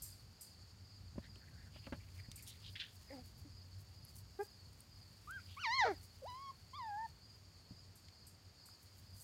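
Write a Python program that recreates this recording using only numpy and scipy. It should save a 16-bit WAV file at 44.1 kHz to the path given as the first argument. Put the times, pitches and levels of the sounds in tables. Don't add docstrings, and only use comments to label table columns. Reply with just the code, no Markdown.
import sys
import numpy as np
from scipy import signal
from scipy.fft import rfft, irfft, next_fast_len
from scipy.io import wavfile
from scipy.ndimage import uniform_filter1d, map_coordinates

SR = 44100
rng = np.random.default_rng(int(sys.argv[2]) if len(sys.argv) > 2 else 0)


def waveform_to_disk(signal):
    frames = np.transpose(np.atleast_2d(signal))
    scaled = np.clip(frames, -1, 1) * 32767
    samples = np.round(scaled).astype(np.int16)
    wavfile.write(sys.argv[1], SR, samples)


N = 407043
TIME = np.arange(N) / SR
TOP_HZ = 15800

# freq_hz, gain_db
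AIR_SPECTRUM = [(20, -67), (28, -34), (38, -16.5), (58, -1), (76, -4.5), (95, 2), (130, -7.5), (200, -13.5),
                (330, -21.5), (600, -24.5), (1200, -27), (2200, -30), (3500, -31.5), (7000, -35),
                (10400, -48), (12000, -39), (15500, -46)]
# time_s, level_db
RUMBLE_LEVEL = [(0, -60.5), (.8, -61.5), (1.3, -57.5), (2.6, -58), (4.2, -59.5), (4.7, -60.5), (6.9, -62.5),
                (8.3, -64), (8.7, -66), (9.2, -63.5)]
# freq_hz, gain_db
CHORUS_SPECTRUM = [(3600, -24), (4050, -8.5), (4400, 2), (4800, 4), (5150, -5.5), (5400, -2.5), (5700, -22),
                   (6200, -13.5), (6900, -6), (7400, -13.5), (8000, -18.5), (9500, -14), (10500, -35)]
# start_s, chirp_period_s
HIGH_INSECT_PACE = [(0, .39), (.39, .446), (4.41, .485), (5.84, .461)]
LOW_INSECT_PACE = [(.02, 0.44), (2.13, 0.47), (5.92, .56), (7.53, 0.52)]
# start_s, level_db, share_of_free_ring_time
CLINK_HITS = [(0.02, -49.5, 1.0), (.410, -55, 0.76), (2.357, -56.5, 0.55), (2.423, -56, 0.34),
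              (7.955, -66, 0.74), (8.268, -63, 0.67), (8.656, -64, 0.73), (9.207, -61.5, .8)]
# freq_hz, gain_db, t60_s
METAL_MODES = [(5600, -11, 0.24), (6340, -27, 0.24), (7100, -13, 0.45), (7300, 0.5, 0.38), (7900, 2, 0.2),
               (8540, 3.5, 0.33), (8940, 4, 0.34), (9770, 2.5, 0.17), (9400, -16, 0.34), (11100, -20, 1),
               (11560, 2.5, 0.26), (12350, 3, 0.28), (12200, -6, .22), (13200, -6, 0.34), (13640, -32, .26),
               (14460, 0, 0.19), (15900, -22, .2)]
# start_s, level_db, scuff_t60_s, dull_above_hz, push_db
PAW_HITS = [(1.157, -51.5, 0.066, 700, -8), (1.18, -41.5, 0.039, 690, 7.5), (1.362, -54.5, 0.038, 600, 0),
            (1.759, -52.5, 0.046, 1510, -8), (1.867, -48.5, 0.079, 1390, -8), (1.923, -41, 0.08, 1500, 0),
            (2.283, -48.5, 0.077, 130, -26), (7.708, -48.5, 0.074, 109, -27)]
# freq_hz, gain_db
SCUFF_SPECTRUM = [(40, -3.5), (90, 7), (200, 5.5), (255, 3.5), (330, 3), (450, -13), (580, 6), (730, -11.5),
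                  (870, -4), (1100, -7), (1500, -3.5), (2200, -6.5), (2700, -4), (4500, -8), (12000, -21)]
# start_s, level_db, centre_hz, width_hz
STEM_SNAPS = [(1.358, -52, 2800, 4500), (2.316, -44.5, 4600, 6740), (4.05, -51.5, 11500, 1500),
              (4.731, -65, 9100, 1500), (4.805, -52.5, 9000, 1800), (4.806, -58, 13500, 2000),
              (5.309, -50, 8850, 7000), (8.085, -55, 2480, 4500), (8.688, -49, 1280, 500)]
# peak_s, rise_s, fall_s, level_db, centre_hz
BRUSHES = [(1.241, .02, 0.036, -64, 1870), (1.244, 0.016, 0.02, -65.5, 3840),
           (1.761, 0.031, 0.036, -64, 2820), (1.86, 0.031, .016, -64.5, 2730),
           (2.197, 0.0097, 0.012, -61, 2090), (2.485, 0.017, .024, -54.5, 7900),
           (2.489, 0.024, 0.055, -59, 3630), (2.66, 0.034, 0.044, -57.5, 3420),
           (2.758, .004, 0.034, -51, 3180), (2.809, 0.012, 0.012, -42.5, 3300),
           (2.81, .015, 0.062, -51, 3200), (2.758, 0.005, 0.017, -54, 1880),
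           (2.808, 0.017, 0.056, -58, 1740), (3.115, 0.028, .022, -63, 1950),
           (4.173, .024, 0.032, -59, 9400), (4.44, 0.051, 0.027, -65, 9000),
           (5.509, 0.034, 0.055, -61.5, 3160), (6.04, .02, 0.025, -63, 8800),
           (9.198, 0.049, .06, -64.5, 8700)]
# start_s, end_s, gap_s, level_db, centre_hz
SCUFFLE_BOUTS = [(1.396, 1.72, .05, -69, 1800), (2.0, 2.6, .07, -71.5, 2260),
                 (2.62, 3.999, .25, -69, 10500), (5.218, 5.46, .1, -69, 2200),
                 (8.781, 9.02, 0.13, -67, 10320)]
# time_s, level_db
CRACKLE_LEVEL = [(0, -71.5), (1.0, -86.5), (1.5, -76.5), (3.0, -70.5), (3.6, -79), (4.8, -76.5), (5.6, -70),
                 (8.2, -86.5), (9.2, -75.5)]

# time_s, pitch_hz, fundamental_db, overtones_db
GRUNT_CONTOUR = [(3.108, 264.5, -64.5, 3), (3.14, 288, -53.5, -10.5), (3.175, 251, -57.5, -11),
                 (3.215, 247, -60, -20)]
HUFF_CONTOUR = [(3.455, 290, -58, -26), (3.48, 280, -64, -25)]
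YIP_CONTOUR = [(4.396, 400.6, -41, -15), (4.41, 407, -40.5, -8), (4.426, 422, -44, -15)]
SQUEAK_CONTOUR = [(5.279, 1190, -53, -33), (5.312, 1496, -49, -37), (5.345, 1616, -52.5, -26),
                  (5.372, 1555, -48, -36), (5.388, 1430, -54.5, -36)]
YELP_CONTOUR = [(5.574, 1085, -50, -22), (5.613, 1505, -54.5, -7), (5.655, 1051, -44, -6),
                (5.688, 895, -39, -15.5), (5.722, 987, -41.5, -7), (5.76, 1084, -41.5, -9.5),
                (5.803, 991, -37, -8.5), (5.842, 776, -31.5, -24), (5.882, 606, -44, -12)]
GROAN_CONTOUR = [(5.854, 479.6, -42.5, -8), (5.89, 434, -39.5, -6.5), (5.917, 360, -42, -18),
                 (5.935, 300, -53, -18)]
WHINE_CONTOUR = [(6.225, 572, -54.5, -33), (6.243, 532, -50, -40), (6.277, 958, -50.5, -13),
                 (6.315, 987, -51, -11.5), (6.41, 1095, -53, -19), (6.48, 1092, -51, -13),
                 (6.505, 1074, -48.5, -40)]
WHIMPER_CONTOUR = [(6.738, 1052, -52, -20), (6.77, 1197, -53, -6), (6.797, 1050, -47, -19.5),
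                   (6.83, 932, -47.5, -25), (6.93, 814.3, -45, -39), (7.01, 893, -44.5, -51),
                   (7.056, 905, -44, -44)]
# time_s, roughness_0_to_1
VOICE_CRACK = [(5.58, 0.16), (5.625, 0.26), (5.69, 0), (5.785, 0.06), (5.83, 0.07), (5.87, 0.61),
               (5.9, 0.24)]
# freq_hz, gain_db
THROAT_SPECTRUM = [(250, -25), (800, 3), (1150, -3.5), (1400, 3.5), (1750, 4), (2170, 7), (2500, -8.5),
                   (3100, -3), (3550, 0), (4300, 4.5), (4800, 4), (5300, 3), (6500, -2), (8500, -22)]
# centre_hz, width_hz, gain_db
NOSE_RESONANCES = [(2177, 130, 6.5), (4290, 74, 2.5)]
# delay_s, gain_db
WALL_SLAPS = [(.012, -12.5), (0.037, -16), (.14, -34)]


def undb(db):
    return 10 ** (np.asarray(db) / 20)


def unit(x):
    return x / np.sqrt(np.mean(x ** 2) + 1e-20)


def gain_at(hz, spectrum):
    freqs, db = np.transpose(spectrum)
    return undb(np.interp(np.log(np.maximum(hz, 1)), np.log(freqs), db))


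def shape(x, response):
    return unit(irfft(rfft(x) * response(np.fft.rfftfreq(len(x), 1 / SR)), len(x)))


def band(x, hz, width_hz):
    return shape(x, lambda f: 1 / (1 + ((f - hz * hz / (f + 1)) / width_hz) ** 2 / 2) ** 2)


def wander(size, hz):
    padded = next_fast_len(size + SR // 2)
    return shape(rng.standard_normal(padded), lambda f: np.exp(-(f / hz) ** 2))[:size]


def add(out, start_s, x):
    i = max(int(start_s * SR), 0)
    out[i:i + len(x)] += x[:max(N - i, 0)]


def air_and_rumble(air_db=-62.0, drone_db=-4, swell_db=1.9):
    air = undb(air_db) * shape(rng.standard_normal(N), lambda f: gain_at(f, AIR_SPECTRUM))
    bass = signal.sosfiltfilt(signal.butter(2, 220, fs=SR, output="sos"), air)
    drone = undb(drone_db) * band(rng.standard_normal(N), hz=92, width_hz=13)
    rumble = unit(unit(bass) + drone)
    rumble_db = np.interp(TIME, *np.transpose(RUMBLE_LEVEL)) + swell_db * wander(N, hz=7)
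    return air - bass + rumble * undb(rumble_db)


def chirp_times(pace):
    ends = [start for start, _ in pace[1:]] + [N / SR + pace[-1][1] / 2]
    runs = [np.arange(start, end - period / 2, period) for (start, period), end in zip(pace, ends)]
    return np.concatenate(runs)


def insect(pace, hz, width_hz, sweep_hz, stroke_s, level_db, strokes):
    out, t = np.zeros(N), np.arange(int(strokes * stroke_s * SR)) / SR
    stroke = t / stroke_s % 1
    phase = 2 * np.pi * np.cumsum(hz + sweep_hz * (.5 - stroke)) / SR
    swell = np.sqrt(np.abs(np.sin(np.pi * stroke)))
    for start_s in chirp_times(pace):
        rasp = wander(len(t), width_hz) * np.cos(phase) + wander(len(t), width_hz) * np.sin(phase)
        add(out, start_s, rasp * swell * undb(level_db + rng.standard_normal()))
    return out


def insects():
    chorus = shape(rng.standard_normal(N), lambda f: gain_at(f, CHORUS_SPECTRUM))
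    chorus *= undb(-70 + 1.68 * wander(N, hz=23) + .5 * wander(N, hz=5.2))
    high = insect(HIGH_INSECT_PACE, hz=4876, width_hz=143, sweep_hz=332,
                  stroke_s=.05, level_db=-66, strokes=3)
    low = insect(LOW_INSECT_PACE, hz=4440, width_hz=180, sweep_hz=158,
                 stroke_s=.052, level_db=-70, strokes=4)
    return chorus + high + low


def metal_clinks(ring_db=2.5, scatter_db=0.5, detune=0.014, cluster=4, clash_db=-4, clash_t60_s=0.43):
    out, t = np.zeros(N), np.arange(SR // 3) / SR
    hz, mode_db, t60_s = np.transpose(METAL_MODES)[:, :, None]
    attack = 1 - np.exp(-t / 0.00063)
    spread = detune * np.linspace(0, 1, cluster)[:, None, None]
    for start_s, level_db, ring_share in CLINK_HITS:
        stray = spread * rng.standard_normal((cluster, len(hz), 1))
        gains = undb(mode_db - scatter_db * rng.standard_normal(stray.shape))
        modes = gains * np.sin(2 * np.pi * (hz * (1 + stray) * t + rng.random(stray.shape)))
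        decay = undb(-60 * t / (t60_s * ring_share))
        ring = (modes.sum(0) * decay).sum(0) / np.sqrt(np.sum(gains ** 2) / 2)
        clash = band(rng.standard_normal(len(t)), hz=8000, width_hz=9200)
        clash *= undb(clash_db - 60 * t / (clash_t60_s * ring_share))
        add(out, start_s, undb(level_db) * (undb(ring_db) * ring + clash) * attack)
    return out


def paw_thuds(first_hz=330, last_hz=95, settle_s=0.0065, push_t60_s=0.031):
    out, t = np.zeros(N), np.arange(SR // 5) / SR
    phase = 2 * np.pi * np.cumsum(last_hz + (first_hz - last_hz) * np.exp(-t / settle_s)) / SR
    push = np.sin(phase) * undb(-60 * t / push_t60_s) * (1 - np.exp(-t / 0.00042))
    for start_s, level_db, t60_s, dull_hz, push_db in PAW_HITS:
        noise = rng.standard_normal(len(t))
        body = shape(noise, lambda f: gain_at(f, SCUFF_SPECTRUM) / (1 + (f / dull_hz) ** 2))
        envelope = undb(-60 * t / t60_s) * (1 - np.exp(-t / 0.002))
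        scuff = unit(body * envelope) * np.sqrt(np.mean(envelope ** 2)) * 1.71
        add(out, start_s, undb(level_db) * (scuff + undb(push_db) * push))
    return out


def scuffles(rise_s=0.02, fall_s=0.027, scatter_db=2, scatter_octaves=0.11, max_per_bout=12):
    cues = []
    for start_s, end_s, gap_s, level_db, hz in SCUFFLE_BOUTS:
        beats = np.arange(start_s + gap_s / 2, end_s, gap_s)
        for beat_s, (late, strength, colour) in zip(beats, rng.standard_normal((max_per_bout, 3))):
            peak_s = beat_s + late * gap_s / 4
            centre_hz = hz * 2 ** (scatter_octaves * colour)
            cues.append((peak_s, rise_s, fall_s, level_db + scatter_db * strength, centre_hz))
    return cues


def grass(snap_t60_s=0.015, grain_db=3.5):
    out, t = np.zeros(N), np.arange(SR // 2) / SR
    for start_s, level_db, hz, width_hz in STEM_SNAPS:
        snap = band(rng.standard_normal(len(t)), hz, width_hz)
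        add(out, start_s, snap * undb(level_db - 60 * t / snap_t60_s))
    lead_s = t[-1] / 2
    for peak_s, rise_s, fall_s, level_db, hz in BRUSHES + scuffles():
        width_hz = 1870 * (hz / 3260) ** 1.94
        blades = rng.standard_normal(len(t)) * undb(grain_db * wander(len(t), hz=270))
        swell = np.exp(-((t - lead_s) / np.where(t < lead_s, rise_s, fall_s)) ** 2)
        add(out, peak_s - lead_s, band(blades, hz, width_hz) * swell * undb(level_db))
    crackle = rng.standard_normal(N) * undb(3.04 * wander(N, hz=220) + 2 * wander(N, hz=9.9))
    bustle = undb(np.interp(TIME, *np.transpose(CRACKLE_LEVEL)))
    return out + bustle * band(crackle, hz=3100, width_hz=16000)


def puppy_call(contour, roughness, second_db, second_follow, slope_db, odd_db=0, flicker_db=4.5,
               jitter=0.081, shimmer=0.32, rasp_db=-9, attack_s=.009, release_s=0.0143, sag=0.104):
    times, *columns = np.transpose(contour)
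    t = np.arange(int((times[0] - attack_s) * SR), int((times[-1] + release_s) * SR)) / SR
    row = uniform_filter1d(np.interp(t, times, np.arange(len(times))), size=600)
    hz, level_db, upper_db = (map_coordinates(c, [row], order=2, mode="nearest") for c in columns)
    ramp = np.interp(t, [t[0], times[0], times[-1], t[-1]], [0, 1, 1, 0])
    push = np.sin(np.pi / 2 * ramp) ** 2
    hz = hz * (1 - sag * (1 - push))
    rough = np.interp(t, *np.transpose(roughness)) if np.ndim(roughness) else roughness
    shake, flutter, quaver = (wander(len(t), rate_hz) for rate_hz in (330, 260, 60))
    phase = 2 * np.pi * np.cumsum(hz * (1 + jitter * rough * shake + 0.0038 * quaver)) / SR
    k = np.arange(3, 14)[:, None]
    tilt = undb(slope_db * (k - 3) + odd_db * (k % 2))
    weights = gain_at(k * hz, THROAT_SPECTRUM) * tilt * (k * hz < TOP_HZ)
    flicker = undb(flicker_db * np.array([wander(len(t), hz=29) for _ in range(len(k) + 1)]))
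    upper = (weights * flicker[1:] * np.sin(k * phase)).sum(0) / np.sqrt((weights ** 2).sum(0))
    second_gain = undb(second_db + second_follow * (upper_db - upper_db.mean()))
    second = second_gain * np.sqrt(flicker[0]) * np.sin(2 * phase)
    tone = np.sqrt(2) * (np.sin(phase) + second + undb(upper_db) * upper)
    breath = shape(rng.standard_normal(SR // 2), lambda f: gain_at(f, THROAT_SPECTRUM) / (1 + f / 2000))
    rasp = undb(rasp_db) * rough * breath[:len(t)] * (1 + np.cos(phase) / 2)
    out = np.zeros(N)
    add(out, t[0], (tone * (1 + shimmer * rough * flutter) + rasp) * undb(level_db) * push)
    return out


def puppies():
    grunt = puppy_call(GRUNT_CONTOUR, roughness=0.43, second_db=-3.5, second_follow=.7, slope_db=-19)
    huff = puppy_call(HUFF_CONTOUR, roughness=0.3, second_db=-21, second_follow=0, slope_db=-12)
    yip = puppy_call(YIP_CONTOUR, roughness=0.04, second_db=-8, second_follow=1.4,
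                     slope_db=-6.5, odd_db=-8.5)
    squeak = puppy_call(SQUEAK_CONTOUR, roughness=0.057, second_db=-25, second_follow=1.4, slope_db=-12)
    yelp = puppy_call(YELP_CONTOUR, roughness=VOICE_CRACK, second_db=-2.5, second_follow=0.47,
                      slope_db=-2.5, odd_db=-2, flicker_db=4, shimmer=0.64)
    groan = puppy_call(GROAN_CONTOUR, roughness=VOICE_CRACK, second_db=-3, second_follow=0, slope_db=-6)
    whine = puppy_call(WHINE_CONTOUR, roughness=0.022, second_db=-21, second_follow=0.33,
                       slope_db=-4, odd_db=1.5, flicker_db=1.5)
    whimper = puppy_call(WHIMPER_CONTOUR, roughness=0.04, second_db=-14.5, second_follow=-.1,
                         slope_db=-8.5, odd_db=-4)
    return grunt + huff + yip + squeak + nose(yelp + groan) + whine + whimper


def nose(cry, dip_hz=2150, dip_width_hz=180):
    for hz, width_hz, gain_db in NOSE_RESONANCES:
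        cry = cry + undb(gain_db) * signal.lfilter(*signal.iirpeak(hz, hz / width_hz, fs=SR), cry)
    return signal.lfilter(*signal.iirnotch(dip_hz, dip_hz / dip_width_hz, fs=SR), cry)


def scene(tail_db=-31, tail_t60_s=0.35, predelay_s=.008, slap_above_hz=1800):
    voices = puppies()
    treble = signal.sosfilt(signal.butter(2, slap_above_hz, "high", fs=SR, output="sos"), voices)
    near = voices + metal_clinks() + paw_thuds() + grass()
    for delay_s, gain_db in WALL_SLAPS:
        add(near, delay_s, undb(gain_db) * treble)
    t = np.arange(SR // 2) / SR
    yard = rng.standard_normal(len(t)) * undb(-60 * t / tail_t60_s) * (t > predelay_s)
    tail = signal.fftconvolve(near, yard / np.sqrt(np.sum(yard ** 2)))[:N]
    return (near + undb(tail_db) * tail + insects() + air_and_rumble())[None]


def record(dry):
    dry = signal.sosfilt(signal.butter(2, 30, "high", fs=SR, output="sos"), dry)
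    return signal.sosfilt(signal.ellip(10, .2, 70, TOP_HZ, fs=SR, output="sos"), dry)


dry = scene()
out = record(dry)
waveform_to_disk(out)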